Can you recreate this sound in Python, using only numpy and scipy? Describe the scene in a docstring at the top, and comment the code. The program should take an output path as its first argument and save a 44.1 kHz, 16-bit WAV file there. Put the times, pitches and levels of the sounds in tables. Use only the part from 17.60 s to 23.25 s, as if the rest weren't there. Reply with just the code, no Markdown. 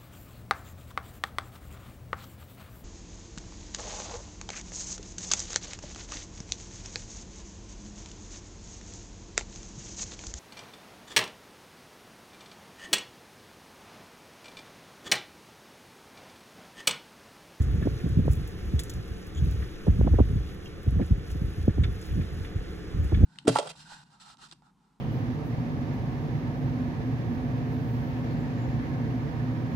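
"""Uneven gusts rumble and buffet on a microphone held over a plastic bucket of small crabs outdoors.
The crabs crawl over each other: legs and shells make a fine rustle, and now and then a claw
clicks, a shell squeaks on the plastic or a tap rings the wall.
Behind them the outdoor hush hums in the air resonances of the bucket."""
import sys
import numpy as np
from scipy import signal
from scipy.fft import rfft, irfft
from scipy.io import wavfile
from scipy.ndimage import uniform_filter1d

SR = 44100
rng = np.random.default_rng(int(sys.argv[2]) if len(sys.argv) > 2 else 0)


def inscribe(sig):
    """Save sig as 16-bit PCM at rate SR to the path in sys.argv[1].

    A 1-D sig is mono; a 2-D sig holds one channel per row.
    Samples are clipped to [-1, 1] before scaling.
    """
    pcm = np.round(np.clip(np.atleast_2d(sig).T, -1, 1) * 32767)
    wavfile.write(sys.argv[1], SR, pcm.astype(np.int16))


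N = 249165
TIME_S = np.arange(N) / SR
FREQ_HZ = np.maximum(np.fft.rfftfreq(N, 1 / SR), 1)
SIDE = np.array([[1], [-1]])   # left, right


def from_db(db):
    """Decibels to gain."""
    return 10 ** (np.asarray(db) / 20)


def unit_rms(x):
    """Scale to rms 1."""
    return x / np.sqrt(np.mean(x ** 2) + 1e-20)


def over_time(points):
    """Join (s, value) points at every sample."""
    return np.interp(TIME_S, *np.transpose(points))


def over_hz(points):
    """Join (Hz, value) points on a log-frequency axis."""
    hz, value = np.transpose(points)
    return np.interp(np.log(FREQ_HZ), np.log(hz), value)


def peaks_db(resonances):
    """Spectrum of a few resonances."""
    return sum(db / (1 + (2 * (FREQ_HZ - hz) / width_hz) ** 2) for hz, width_hz, db in resonances)


def colour(x, spectrum_db):
    """Give a steady signal a spectrum; rms 1."""
    return unit_rms(irfft(rfft(x) * from_db(spectrum_db), N))


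def drift(rate_hz):
    """Random wander, mostly below rate_hz; rms 1."""
    return colour(rng.standard_normal(N), -40 * np.log10(np.hypot(1, FREQ_HZ / rate_hz)))


def band(x, low_hz, high_hz):
    """Causal band-pass."""
    edges_hz = [np.clip(low_hz, 10, .4 * SR), np.clip(high_hz, 20, .45 * SR)]
    return signal.sosfilt(signal.butter(2, edges_hz, "band", fs=SR, output="sos"), x)


# Gusts. Each row: start in seconds, hold in seconds, relative level in dB, fall in dB per second.
GUST_EVENTS = [(0.0, 0.17, -28, 46), (0.474, 0.27, -30, 69), (1.034, 0.15, -33.5, 191),
               (1.26, 0.033, -43.5, 250), (1.36, 0.026, -34.5, 360), (1.514, 0.013, -35.5, 245),
               (1.778, 0.25, -31, 457), (2.312, 0.48, -29.5, 105), (3.295, 0.11, -30, 165),
               (3.536, 0.069, -37, 120), (3.712, 0.18, -33.5, 399), (3.972, 0.066, -32.5, 150),
               (4.183, 0.043, -25, 111), (4.512, 0.086, -28.5, 201), (4.719, 0.11, -37, 396),
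               (4.977, 0.014, -38.5, 59), (5.359, 0.095, -27.5, 172), (5.55, 0.13, -24, 100)]

def gust_db(calm_db=-55, rise_db_per_s=392):
    """Each gust builds fast, holds and dies away; their powers add to that of the calm air."""
    power = from_db(calm_db) ** 2
    for start_s, hold_s, db, fall_db_per_s in GUST_EVENTS:
        before_s = np.maximum(start_s - TIME_S, 0)
        after_s = np.maximum(TIME_S - start_s - hold_s, 0)
        power += from_db(db - rise_db_per_s * before_s - fall_db_per_s * after_s) ** 2
    return 10 * np.log10(power)


# Turbulence. Each row: frequency in Hz, relative density in dB.
RUMBLE_SPECTRUM = [(18, -52), (30, -43), (48, 2.5), (70, 3), (105, -4), (160, -13.5), (240, -20),
                   (350, -32), (520, -41.5), (900, -85), (2000, -109)]

def rumble(level_db, fine_above_hz=140, flurry_db=4.5):
    """Lumpy turbulence on the microphone follows the gusts; its finer swirls come in flurries."""
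    common, apart = colour(rng.standard_normal((2, N)), over_hz(RUMBLE_SPECTRUM))
    local_rms = np.sqrt(uniform_filter1d(common ** 2, int(.045 * SR)) + 1e-9)
    flow = common / local_rms + .14 * apart * SIDE   # nearly alike at both ports
    fine = irfft(rfft(flow) / (1 + (fine_above_hz / FREQ_HZ) ** 6), N)
    flurries = from_db(flurry_db * np.tanh(drift(rate_hz=14)))
    lumps_db = 2.6 * np.tanh(drift(rate_hz=35))
    return (flow - fine + fine * flurries) * from_db(gust_db() + level_db + lumps_db)


# One eddy. Each row: multiple of its centre frequency, relative density in dB.
EDDY_SPECTRUM = [(.1, -28), (.35, -10.5), (.6, -2), (.9, 2.5), (1.3, -2.5), (1.8, -12.5), (2.7, -22),
                 (3.8, -35), (6, -86)]

def eddy(middle_s, centre_hz, length_s, top_hz=1630, slowing_cycles=.75):
    """A few dull, uneven pressure swings, fast at first and then slower."""
    size = 2 * (SR // 8)
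    t = (np.arange(size) - size // 2) / SR
    hz = np.maximum(np.fft.rfftfreq(size, 1 / SR), 1)
    ratio = hz / centre_hz
    skew = np.where(t < 0, .75, 1.126)   # arrives faster than it leaves
    swell = np.exp(-2 * (t / length_s / skew) ** 2)
    phase = np.angle(rfft(rng.standard_normal(size) * swell))
    toneless = irfft(np.exp(1j * phase)) * np.sqrt(swell)
    multiple, density_db = np.transpose(EDDY_SPECTRUM)
    shape = from_db(np.interp(np.log(ratio), np.log(multiple), density_db)) / (1 + (hz / top_hz) ** 8)
    lows_late = np.exp(-2j * np.pi * slowing_cycles * (np.log(ratio) - ratio))
    puff = irfft(rfft(toneless) * shape * lows_late)
    puff *= np.sqrt(np.sum(swell ** 2) / np.sum(puff ** 2))
    return np.interp(TIME_S - middle_s, t, puff, left=0, right=0)


# Eddy hits. Each row: middle in seconds, relative level in dB, centre in Hz, length in seconds,
# relative level of the wake in dB.
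EDDY_HITS = [(0.008, -12.5, 82, 0.0094, -33), (0.158, -35, 187, 0.017, -32),
             (0.222, -24.5, 234, 0.0084, -38), (0.259, -22.5, 231, 0.012, -26.5),
             (0.274, -16, 314, 0.0037, -25), (0.316, -31.5, 185, 0.0093, -27),
             (0.458, -24.5, 181, 0.036, -48), (0.51, -31, 158, 0.01, -21), (0.575, -11, 142, 0.0054, -28),
             (0.595, -17, 175, 0.018, -23.5), (0.66, -23, 187, 0.012, -22),
             (0.682, -21, 417, 0.0043, -14.5), (0.767, -31, 165, 0.0036, -25),
             (1.141, -23, 176, 0.0099, -19.5), (1.388, -36.5, 203, 0.0065, -34),
             (1.83, -16, 87.6, 0.015, -32), (1.875, -21, 142, 0.011, -31), (2.271, -27, 430, 0.0065, -41),
             (2.282, -31.5, 494, 0.0079, -39), (2.285, -12.5, 130, 0.012, -11),
             (2.396, -21.5, 172, 0.012, -15.5), (2.413, -21, 370, 0.0047, -15.5),
             (2.449, -22, 224, .005, -29), (2.469, -20.5, 214, 0.015, -34), (2.476, -27.5, 640, 0.007, -33),
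             (2.521, -13, 70, 0.011, -22.5), (2.541, -22, 310, 0.0068, -19),
             (2.59, -20, 460, 0.0067, -15.5), (2.595, -31, 890, 0.0054, -32),
             (2.605, -14, 283, 0.0086, -26), (2.762, -19.5, 120, 0.011, -29),
             (3.27, -29, 243, 0.0089, -15.5), (3.328, -30, 187, 0.011, -23),
             (3.363, -25.5, 168, 0.013, -22), (3.402, -24.5, 335, 0.011, -34),
             (3.42, -22.5, 217, 0.017, -33), (3.515, -9, 95, 0.0116, -20), (3.578, -33.5, 162, 0.0084, -37),
             (3.758, -25.5, 172, 0.0097, -28), (3.823, -28, 161, 0.029, -32),
             (4.083, -11, 237, 0.0039, -17), (4.184, -20, 268, 0.0028, -26),
             (4.245, -27, 89.5, 0.0065, -29), (4.286, -30, 197, 0.0092, -28), (4.592, -28, 192, 0.057, -45),
             (4.964, -21.5, 94, 0.011, -34), (5.525, -22, 296, 0.006, -16.5), (5.577, -28, 157, 0.018, -40),
             (5.611, -21, 176, 0.0091, -19), (5.633, -19, 224, 0.023, -4)]

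def buffets(level_db, wake_lag_s=.0139):
    """Eddies hit the microphone, each followed by the low thump of its wake."""
    out = np.zeros(N)
    for middle_s, db, centre_hz, length_s, wake_db in EDDY_HITS:
        out += from_db(db + level_db) * eddy(middle_s, centre_hz, length_s)
        out += from_db(wake_db + level_db) * eddy(middle_s + wake_lag_s, centre_hz=86.5, length_s=.019)
    return out


# Wind balance. Each row: frequency in Hz, right minus left in dB.
WIND_RIGHT_DB = [(40, 0), (130, 1.2), (280, .6), (420, 3.5), (600, 6.5), (1200, 6)]
# Wind arrival. Each row: frequency in Hz, lead of the right port in radians.
WIND_RIGHT_LEAD_RAD = [(20, .2), (55, .37), (100, .5), (160, .72), (240, .9), (430, 1), (600, 1.15),
                       (1200, 1)]

def wind(low_cut_hz=36):
    """Wind from the right is earlier and stronger there; the microphone loses its deepest rumble."""
    flow = rumble(level_db=3.0) + buffets(level_db=-.04)
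    flow = signal.sosfilt(signal.butter(3, low_cut_hz, "high", fs=SR, output="sos"), flow)
    soft_ends = signal.windows.tukey(N, .003)
    balance = from_db(-SIDE * over_hz(WIND_RIGHT_DB) / 2)
    lead = np.exp(-SIDE * .5j * over_hz(WIND_RIGHT_LEAD_RAD))
    return irfft(rfft(flow * soft_ends) * balance * lead, N)


# Legs and shells. Each row: frequency in Hz, relative density in dB.
RUSTLE_SPECTRUM = [(900, 24), (2000, 21), (4500, 15.5), (6600, 12.5), (7800, 4), (10000, 8.5), (12200, 9.5),
                   (14500, -2), (16000, -4)]
# Crab activity. Each row: time in seconds, relative level in dB.
RUSTLE_LEVELS = [(0.08, -59), (0.25, -56.5), (0.4, -56.5), (0.58, -59.5), (0.8, -58), (0.95, -59),
                 (1.13, -56.5), (1.25, -57), (1.42, -59.5), (1.63, -58), (1.73, -61.5), (1.87, -54.5),
                 (2.17, -59), (2.27, -59.5), (2.45, -59), (2.75, -59), (2.83, -59.5), (2.9, -56.5),
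                 (2.98, -64), (3.05, -59), (3.15, -63.5), (3.28, -61.5), (3.4, -63), (3.47, -59.5),
                 (3.6, -64.5), (3.7, -56), (3.8, -61), (4.0, -58), (4.12, -62.5), (4.3, -61.5),
                 (4.45, -54.5), (4.6, -59), (4.83, -58.5), (4.92, -64), (5.15, -61), (5.3, -65),
                 (5.45, -58.5), (5.6, -61)]

def rustle(level_db, band_ticks_per_s=420, size_db=4.4, t60_s=.026, scrape_power=.45):
    """Leg tips tick and scrape at random, a fine crackle; shells of each size have their own band."""
    edges_hz = np.geomspace(2000, 16500, 6)
    power_decay = from_db(-120 / (t60_s * SR))
    grains = np.zeros((2, N))
    for low_hz, high_hz in zip(edges_hz, edges_hz[1:]):
        onsets = rng.random(N) < band_ticks_per_s / SR
        ticks = onsets * from_db(size_db * np.minimum(rng.exponential(1, N), 3))
        power = signal.lfilter([1], [1, -power_decay], ticks ** 2 + 1e-18)
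        envelope = np.sqrt(power / power.mean() + scrape_power)
        grains += band(rng.standard_normal((2, N)), low_hz, high_hz) * envelope
    crackle = colour(grains, over_hz(RUSTLE_SPECTRUM))
    return mic_ports(*crackle) * from_db(over_time(RUSTLE_LEVELS) + level_db)


# Claw and shell contacts. Each row: start in seconds, relative level in dB, centre in Hz,
# rise in seconds, t60 in seconds.
CLICK_EVENTS = [(0.018, -45, 6660, 0.0024, 0.14), (0.488, -50, 8000, .002, .06),
                (0.706, -43, 8000, .006, 0.13), (0.711, -43, 8800, .001, .06),
                (0.721, -44, 8000, .001, 0.06), (0.733, -31, 11800, .0003, 0.006),
                (0.751, -45, 11000, .001, .05), (0.875, -40, 10500, .0005, 0.024),
                (0.8875, -55, 7500, .0003, 0.013), (1.192, -29.5, 3400, .0005, 0.025),
                (1.193, -27.5, 7000, 0.0015, 0.031), (1.1984, -32, 6950, 0.00037, 0.033),
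                (1.2052, -44, 7800, .0003, .025), (1.2349, -30, 8200, 0.00054, 0.011),
                (1.240, -45, 8000, .0003, .025), (1.296, -31.5, 5340, 0.0014, 0.032),
                (1.296, -36, 9000, 0.0012, 0.043), (1.337, -43, 7650, .0007, 0.036),
                (1.667, -43, 11000, .003, .04), (1.9108, -36, 12800, .0003, 0.0075),
                (2.030, -50, 10000, .002, .03), (3.230, -47, 11000, .002, .04),
                (3.308, -49, 8800, .0003, 0.013), (3.462, -47.5, 8500, .002, 0.04),
                (3.70, -49, 7360, .003, 0.12), (3.714, -43.5, 8500, .001, .04),
                (4.025, -50, 8000, .001, .025), (4.234, -48, 7100, .001, 0.028),
                (4.411, -43, 6360, .004, 0.07), (4.462, -46, 12000, .001, .04),
                (4.619, -49, 7500, .0005, .02), (5.442, -47, 6400, .002, .06)]
# The ring of a claw. Each row: frequency in Hz, width in Hz, gain in dB.
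CLAW_RESONANCES = [(3450, 190, 11), (6950, 1700, 3), (14200, 570, -2)]

def clicks(level_db, band_ratio=1.62, tail_db=-18, tail_t60_s=.2):
    """A contact snaps or, glancing, swells, in a band set by shell size; it flutters between the walls."""
    out = np.zeros((2, N))
    t = np.arange(SR // 4) / SR
    snap = 1 + .8 * np.exp(-t / .0015)
    for start_s, db, centre_hz, rise_s, t60_s in CLICK_EVENTS:
        fade = snap * from_db(-60 * t / t60_s) + from_db(tail_db - 60 * t / tail_t60_s)
        echoes = rng.standard_normal((2, len(t))) * (rng.random(len(t)) < .3)
        flutter = unit_rms(band(echoes, centre_hz / band_ratio, centre_hz * band_ratio))
        crack = flutter * fade * (1 - np.exp(-t / rise_s))
        at = int(start_s * SR)
        out[:, at:at + len(t)] += from_db(db + level_db) * crack[:, :N - at]
    return mic_ports(*irfft(rfft(out) * from_db(peaks_db(CLAW_RESONANCES)), N))


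# Claws on the wall. Each row: start in seconds, relative level in dB, upper band edge in Hz.
TAP_EVENTS = [(0.224, -53.5, 1800), (0.400, -63, 2510), (1.193, -62, 2600), (2.02, -56.5, 2070),
              (2.546, -61.5, 2000), (3.413, -62, 3000), (4.091, -62, 1960), (4.235, -53, 4500),
              (4.242, -56, 3020), (4.609, -59.5, 2960), (4.845, -61, 4200), (5.543, -57, 3640)]
# The plastic wall. Each row: frequency in Hz, relative level in dB, t60 in seconds.
WALL_MODES = [(1410, -18, 0.03), (1710, 12, 0.063), (1872, 7, 0.079), (2030, -3, 0.045), (2210, 9, 0.054),
              (2430, -5, 0.02), (2940, -2, 0.027), (3510, 8.5, 0.081), (3670, -10, 0.059),
              (4030, 12, 0.016)]

def taps(level_db, scrape_db=14.0, scrape_t60_s=.078, scatter_db=3):
    """A claw lands with a short scrape and rings the wall's modes; some taps are dull, others bright."""
    out = np.zeros((2, N))
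    t = np.arange(SR // 4) / SR
    hz, mode_db, t60_s = np.transpose(WALL_MODES)[:, :, None]
    landing = 1 - np.exp(-t / .002)
    for start_s, db, top_hz in TAP_EVENTS:
        phase = rng.uniform(0, 2 * np.pi, (2, *hz.shape))
        struck_db = mode_db + scatter_db * rng.uniform(-1, 1, hz.shape)   # each spot favours other modes
        ring = np.sum(from_db(struck_db - 60 * t / t60_s) * np.sin(2 * np.pi * hz * t + phase), axis=1)
        scrape = unit_rms(band(rng.standard_normal((2, len(t))), low_hz=1280, high_hz=4650))
        scrape *= from_db(scrape_db - 60 * t / scrape_t60_s)
        tap = band((ring + scrape) * landing, low_hz=860, high_hz=top_hz)
        at = int(start_s * SR)
        out[:, at:at + len(t)] += from_db(db + level_db) * tap[:, :N - at]
    return mic_ports(*out)


# Shell squeaks. Each row: middle in seconds, relative level in dB, pitch in Hz, length in seconds,
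# octave gain in dB, waver as a share of the pitch.
SQUEAK_EVENTS = [(1.753, -59, 3310, 0.0081, 6, 0.055), (1.78, -47.5, 3440, 0.026, -5.5, 0.063),
                 (3.065, -45, 2820, 0.01, -17, .022), (3.066, -49.5, 3180, 0.014, -13, .022)]

def squeaks():
    """A shell rubs the plastic: a brief, scratchy tone with its octave."""
    out = np.zeros(N)
    for middle_s, db, hz, length_s, octave_db, waver in SQUEAK_EVENTS:
        phase = 2 * np.pi * np.cumsum(hz * (1 + waver * drift(rate_hz=990))) / SR
        swell = np.exp(-2 * ((TIME_S - middle_s) / length_s) ** 2)
        grip = from_db(6.2 * drift(rate_hz=260))
        out += from_db(db) * swell * grip * (np.sin(phase) + from_db(octave_db) * np.sin(2 * phase))
    return mic_ports(out, np.zeros(N))


# Outdoor hush. Each row: frequency in Hz, relative density in dB.
HUSH_SPECTRUM = [(25, 8), (60, 9), (120, 5), (250, -3), (450, -0.2), (620, -16), (950, -13.5),
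                 (1500, -12.5), (2400, -19), (5000, -26), (16000, -50)]
# Air in the bucket. Each row: frequency in Hz, width in Hz, gain in dB.
AIR_RESONANCES = [(180.4, 30.6, 9), (311, 42, 5.5), (382, 170, 2.5), (551, 15, 5), (711, 90, 6.5),
                  (889, 20, 4.5), (976, 130, -10), (1021, 24, 7), (1780, 155, 4), (3470, 60, 7)]
# Swell of the hush. Each row: time in seconds, relative level in dB.
HUSH_LEVELS = [(0.05, -53.5), (1.18, -54.5), (1.6, -55.5), (1.95, -54.5), (2.61, -54.5), (3.1, -55.5),
               (4.5, -54), (5.6, -52.5)]

def hush(level_db):
    """Distant outdoor noise, coloured by the air in the bucket."""
    air = colour(rng.standard_normal((2, N)), over_hz(HUSH_SPECTRUM) + peaks_db(AIR_RESONANCES))
    return mic_ports(*air) * from_db(over_time(HUSH_LEVELS) + level_db)


# Port likeness. Each row: frequency in Hz, coherence from 0 to 1.
PORT_COHERENCE = [(30, .9), (120, .75), (250, .6), (450, .7), (800, .25), (1500, .6), (2500, .5),
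                  (3500, .75), (4500, .98), (15000, .96)]
# Port lag. Each row: frequency in Hz, lead of the left port in radians.
PORT_LEFT_LEAD_RAD = [(30, 0), (400, -.2), (700, -.4), (1300, .2), (2400, 1.5), (3400, 1.5), (4000, 2.3),
                      (4700, 3.14), (6900, 6.3), (8950, 9.4), (11000, 12.5), (13150, 15.7), (15000, 18.7)]
# Port balance. Each row: frequency in Hz, left minus right in dB.
PORT_LEFT_DB = [(30, 1.5), (450, -0.5), (780, -3), (1100, -3), (2000, -1.5), (3000, -1), (4000, 0),
                (15000, 0)]

def mic_ports(common, apart):
    """Sound from the bucket reaches two spaced microphone ports with a lag, and partly unlike."""
    alike = over_hz(PORT_COHERENCE)
    pair = np.sqrt((1 + alike) / 2) * rfft(common) + SIDE * np.sqrt((1 - alike) / 2) * rfft(apart)
    lead = np.exp(SIDE * .5j * over_hz(PORT_LEFT_LEAD_RAD))
    balance = from_db(SIDE * over_hz(PORT_LEFT_DB) / 2)
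    return irfft(pair * lead * balance, N)


def scene():
    """Wind over the bucket of crabs."""
    crabs = rustle(level_db=1.0) + squeaks() + clicks(level_db=-7.0) + taps(level_db=5.5)
    return wind() + crabs + hush(level_db=14.5)


def record(dry, cutoff_hz=15900):
    """A steep low-pass cuts the top."""
    return signal.sosfilt(signal.ellip(10, .1, 90, cutoff_hz, fs=SR, output="sos"), dry)


dry = scene()
out = record(dry)
inscribe(out)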